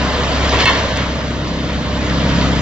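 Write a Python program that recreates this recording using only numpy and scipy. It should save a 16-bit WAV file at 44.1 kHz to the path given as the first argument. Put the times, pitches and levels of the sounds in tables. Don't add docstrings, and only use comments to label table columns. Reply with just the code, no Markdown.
import sys
import numpy as np
from scipy import signal
from scipy.fft import rfft, irfft, next_fast_len
from scipy.io import wavfile
from scipy.ndimage import uniform_filter1d, minimum_filter1d

SR = 44100
rng = np.random.default_rng(int(sys.argv[2]) if len(sys.argv) > 2 else 0)


def amp(db):
    return 10 ** (np.asarray(db, float) / 20)


def write(x):
    x = np.atleast_2d(x).T
    wavfile.write(sys.argv[1], SR, np.round(np.clip(x, -1, 1) * 32767).astype(np.int16))


N = 115101
RISE_S = .0007
CRACK_HZ = 2050


def evened(x):
    return x / np.sqrt(np.mean(x ** 2) + 1e-20)


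def smooth(x, size):
    return uniform_filter1d(uniform_filter1d(x, size), size)


def read(points, hz):
    f, value = np.transpose(points)
    return np.interp(np.log(hz + 1), np.log(f + 1), value)


def colour(x, gain):
    size = next_fast_len(x.shape[-1] + 2048)
    spectrum = rfft(x, size) * gain(np.fft.rfftfreq(size, 1 / SR))
    return irfft(spectrum, size)[..., :x.shape[-1]]


def resonate(x, hz, width_hz):
    turn = np.exp(2j * np.pi * hz * np.arange(x.shape[-1]) / SR)
    r = np.exp(-np.pi * width_hz / SR)
    return 2 * (turn * signal.lfilter([1 - r], [1, -r], x / turn)).real


# start_s, hammer_load_db, wood_feed_db, frame_hum_db
WORK = [(0, -21, -22, -22.5), (0.202, -25, -22.5, -23.5), (0.401, -23.5, -21, -21.5),
        (0.549, -26, -17, -21.5), (0.612, -23.5, -17, -23.5), (.648, -26.5, -20, -22),
        (.668, -26, -18, -23), (0.802, -31.5, -20, -23.5), (.95, -23.5, -25, -23),
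        (1.151, -25.5, -28.5, -24.5), (1.35, -25, -31, -24.5), (1.6, -21.5, -31, -24),
        (1.848, -22.5, -29, -23.5), (2.05, -19.5, -26, -22.5), (2.199, -17.5, -24.5, -22),
        (2.401, -13.5, -22.5, -22.5), (2.61, -16.5, -24.5, -21.5)]
LOAD, FEED, HUM = 1, 2, 3


def control(column):
    rows = np.array(WORK)
    v = np.interp(np.arange(N) / SR, rows[:, 0], rows[:, column])
    return v - v.mean()


# pitch_hz, side_minus_mid_db
APART = [(60, -18), (100, -9.5), (180, -12.5), (300, -15), (520, -13), (890, -2), (1530, 1.5), (2630, 1.5),
         (4520, 1.5), (7760, -16.5)]


def pair(a, b):
    lag_s = .00004
    side = colour(b, lambda hz: amp(read(APART, hz) - 4.5))
    late = lambda s: colour(a, lambda hz: np.exp(-1j * np.pi * hz * s))
    return np.array([late(lag_s) + side, late(-lag_s) - side])


def noise(shape, patchy_db):
    frames, hz = N // 256 + 5, np.fft.rfftfreq(1024, 1 / SR)
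    a, b, c, d, patches = rng.standard_normal((frames, 513, 5)).T
    patches = evened(uniform_filter1d(uniform_filter1d(patches, 10, 0), 10, 1))
    level_db = read(shape, hz)[:, None] + patchy_db * patches
    z = np.array([a + 1j * b, c + 1j * d]) * amp(level_db)
    return pair(*evened(signal.istft(z, nperseg=1024, noverlap=768)[1][:, :N]))


def yard(x):
    t60_s = .45
    taps = np.zeros((2, SR // 2))
    at = np.arange(200, SR // 2 - 22, 22) + rng.integers(0, 22, (2, (SR // 2 - 201) // 22))
    np.put_along_axis(taps, at, rng.choice([-1., 1.], at.shape), 1)
    hz, t, z = signal.stft(taps, SR, nperseg=256)
    fade_db = -60 * t / t60_s * (1 + hz / 6000)[:, None]
    tail = signal.istft(z * amp(fade_db), SR, nperseg=256)[1]
    tail = tail / np.linalg.norm(tail[0])
    return pair(*signal.fftconvolve(x[None], tail, axes=1)[:, :N])


# pitch_hz, level_db (per Hz)
RUMBLE = [(12, -47), (20, -13), (43, -4.5), (70, 4), (240, 6), (357, -16.5), (595, -2.5), (767, -24.5),
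          (900, -12), (1170, -19.5), (1980, -120)]
# pitch_hz, level_db (per Hz)
GRIND = [(180, -39.5), (300, -9), (373, -8.5), (585, -9.5), (779, -7.5), (1130, -10), (3540, -18),
         (7290, -30), (7800, -23.5), (10100, -84), (17200, -120)]


def machine():
    rumble = amp(-24.5 + 0.27 * control(LOAD)) * noise(RUMBLE, patchy_db=-0.1)
    whirr = amp(-30.5) * noise(GRIND, patchy_db=-2.5)
    grind = amp(-24 + 0.78 * control(FEED)) * noise(GRIND, patchy_db=2.0)
    return rumble + whirr + grind


def chips():
    chips_per_s, level_db, spread_db = 2500, -27.5, 2
    size = amp(spread_db * np.minimum(rng.exponential(1, N), 4))
    hits = size * (rng.random(N) < chips_per_s / SR)
    which = rng.integers(0, 32, N)
    t, out = np.arange(1500) / SR, np.zeros(N)
    for k, hz in enumerate(np.geomspace(500, 7000, 32)):
        ring = np.sin(2 * np.pi * hz * t) * np.exp(-t * hz / 3.0)
        out += signal.oaconvolve(hits * (which == k), amp(read(GRIND, hz)) * hz * ring)[:N]
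    return amp(level_db + 1.01 * control(FEED)) * evened(out)


# start_s, level_db
TICKS = [
    (.6553, -8),
    (.972, -18.5),
]


def ticks():
    edge_hz, t60_s = 8210, 0.017
    t, out = np.arange(800) / SR, np.zeros(N)
    for s, db in TICKS:
        out[round(s * SR):][:len(t)] += amp(db - 60 * t / t60_s) * rng.standard_normal(len(t))
    return colour(out, lambda hz: (hz / 5000) / (1 + (hz / edge_hz) ** 70))


# start_s, level_db, pitch_hz, t60_s (time to fall 60 dB)
THUDS = [(.09, -25, 115, .12), (0.528, -19, 105, 0.049), (0.628, -14.5, 116, .12), (.83, -18.5, 539, 0.084),
         (.94, -21.5, 570, 0.072), (1.272, -24, 125, .1), (1.78, -26, 313, 0.19),
         (2.112, -19.5, 160.5, 0.16), (2.226, -15.5, 167, 0.079), (2.329, -15.5, 165, 0.16),
         (2.404, -20.5, 132.4, 0.15), (2.43, -26.5, 252, 0.087), (2.55, -19.5, 138.7, 0.083)]


def thuds():
    rise_s, glide = 0.023, 0.051
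    t, out = np.arange(9000) / SR, np.zeros(N + 9000)
    for s, db, hz, t60 in THUDS:
        rise = np.sin(np.pi / 2 * np.minimum(t / rise_s, 1)) ** 2
        fall = amp(db - 60 * np.maximum(t - rise_s, 0) / t60)
        boom = np.sin(2 * np.pi * hz * t * (1 + glide * t / 0.039))
        out[round(s * SR):][:len(t)] += rise * fall * boom
    return out[:N]


# pitch_hz, width_hz, level_db
TUB = [(1064, 64, -4.5), (1840, 68, -0.5), (2182, 35, 3.5), (2632, 26, 1), (2853, 360, -4),
       (3180, 110, -3.5), (3510, 50, -0.5), (4170, 35, 3.5), (4430, 53, -9.5)]
# start_s, level_db, t60_s (time to fall 60 dB)
CLANGS = [
    (.6566, -14, .16),
    (.6760, -19, .12),
]


def clangs():
    t, out = np.arange(9000) / SR, np.zeros(N)
    for s, db, t60 in CLANGS:
        for hz, _, mode_db in TUB:
            mode = np.sin(2 * np.pi * hz * t + rng.uniform(0, 2 * np.pi))
            twin = 0.44 * np.sin(2 * np.pi * hz * rng.uniform(0.97, 1.04) * t)
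            fade = amp(db + mode_db - 60 * t / t60 * (hz / CRACK_HZ) ** .5)
            out[round(s * SR):][:len(t)] += fade * np.minimum(t / RISE_S, 1) * (mode + twin)
    return out


# start_s, level_db, t60_s (time to fall 60 dB), brightness_db (per octave), wall_ring_db
KNOCKS = [(0.015, -18, 0.11, -5.5, -9), (.144, -13, 0.24, -9, -6), (.308, -21.5, 0.13, -12.5, -4),
          (.514, -25.5, .08, 0, 2.5), (.527, -10.5, 0.072, -10.5, -1.5), (.591, -9.5, 0.29, 2.5, -9.5),
          (.602, -9, 0.21, 5, -2.5), (0.6567, -0.5, 0.17, -1.5, -1.5), (0.675, -12, 0.1, 2, 4.5),
          (0.6988, -10.5, 0.12, -4, 0), (0.753, -13.5, 0.074, -6, 1), (.959, -14.5, 0.34, 0.5, -13),
          (1.472, -24.5, 0.1, 13.5, -5), (1.690, -18, 0.1, -4, -6), (2.068, -27.5, .07, 2, -3.5),
          (2.1, -19, 0.093, 0, -8), (2.3, -19, .08, 3, -9), (2.413, -16, 0.085, -2, -5),
          (2.52, -19, 0.099, -10.5, -13)]


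def knocks():
    t, out = np.arange(12000) / SR, np.zeros(N + 12000)
    for s, db, t60, tilt_db, ring_db in KNOCKS:
        rise_s = np.clip(RISE_S * amp(-3.5 * ring_db), RISE_S, .012)
        burst = rng.standard_normal(len(t)) * amp(-60 * t / t60) * np.minimum(t / rise_s, 1)
        strike = 0.33 * burst + 25 * (t == 0)
        ring = sum(amp(d + 10 + ring_db) * resonate(strike, hz, w) for hz, w, d in TUB)

        def tone(hz):
            tilt = tilt_db * np.log2((hz + 50) / 1500)
            arch = -2.5 * np.log2((hz + 50) / CRACK_HZ) ** 2
            return amp(read(GRIND, hz) + tilt + arch) * (hz > 350)

        both = colour(burst + ring, tone)
        out[round(s * SR):][:len(t)] += amp(db - 8.5) * both / np.sqrt(np.mean(both[:1000] ** 2))
    return out[:N]


# shaft_multiple, level_db
BEAT = [(1, -14.5), (2, 4.5), (3, -6), (4, -5.5), (5, -3.5), (6, -7), (7, -4.5), (8, -5), (9, -4.5),
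        (10, -16), (11, -29.5), (12, -14), (13, -21), (14, -14), (15, -12), (16, -26), (17, -20),
        (18, -8.5), (19, -49.5), (20, -14.5)]


def rotor():
    rotor_hz, level_db, waver_size = 33.41, -25, 0.16
    first_blow_s, spread_s = .016, 0.003013
    second_turn, second_share = .44, 0.77
    t, out = np.arange(N) / SR, np.zeros((2, N))
    load, hum = control(LOAD), control(HUM)
    for k, db in BEAT:
        a, b = (evened(smooth(v, 3000)) for v in rng.standard_normal((2, N)))
        drift = a + 1j * b
        waver = waver_size * np.sqrt(k / 2) * drift / 2
        rows = 1 + second_share * np.exp(-2j * np.pi * k * second_turn)
        since = t - first_blow_s - spread_s * k / 10
        spin = rows / abs(rows) * np.exp(2j * np.pi * k * rotor_hz * since)
        line = np.array([1 + waver, drift]) * spin
        swell_db = 2.6 * hum if k < 4 else 0.94 * load * (5 / k) ** 0.74
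        out += amp(db + swell_db) * line.real
    return amp(level_db) * pair(*out)


def thin(x):
    hz, _, z = signal.stft(x, SR, nperseg=1024, noverlap=768)
    mid, side = z.mean(0), (z[0] - z[1]) / 2
    blur = lambda v, count, size: uniform_filter1d(uniform_filter1d(v, count, 0), size, 1)
    power = abs(mid) ** 2 + 1e-20
    patch = blur(power, 4, 4) + 1e-20
    around = blur(power, 25, 13) + 1e-20
    weak = (10 * np.log10(abs(patch / around)) < -4.2) & (hz > 900)[:, None]
    apart = blur(abs(side) ** 2, 3, 5) / (blur(power, 5, 5) + 1e-20)
    faint = (apart < amp(2 * -17)) & (hz < 1100)[:, None]
    side = side * amp(-25 * faint)
    both = np.array([mid + side, mid - side]) * amp(-11 * weak)
    return signal.istft(both, SR, nperseg=1024, noverlap=768)[1][:, :N]


# pitch_hz, width_hz, level_db
GAPS = [(803, 39, -8.5), (1390, 320, -3), (2465, 240, -4)]


def scene():
    wood = knocks() + chips()
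    near = np.hanning(90) * np.sin(np.pi * np.arange(90) ** 2 / 180)
    near = evened(near) / np.sqrt(90)
    close = lambda v: pair(v, signal.oaconvolve(v, near)[:N])
    body = close(wood + thuds()) + amp(-4) * yard(wood) + machine() + rotor()

    def path(hz):
        gaps = amp(sum(db / (1 + ((hz - f) / w) ** 2) for f, w, db in GAPS))
        return gaps * (hz > 12) / (1 + (hz / 7524) ** 100)

    return colour(body, path) + close(ticks() + clangs())


def low_pass(x):
    return signal.sosfilt(signal.butter(12, 15700, fs=SR, output="sos"), x)


def record(dry):
    over = np.minimum(1.04 / (abs(dry).max(0) + 1e-9), 1)
    gain = uniform_filter1d(minimum_filter1d(over, 600), 250)
    mix = np.clip(thin(dry * gain), -.97, .97)
    return low_pass(mix)


dry = scene()
out = record(dry)
write(out)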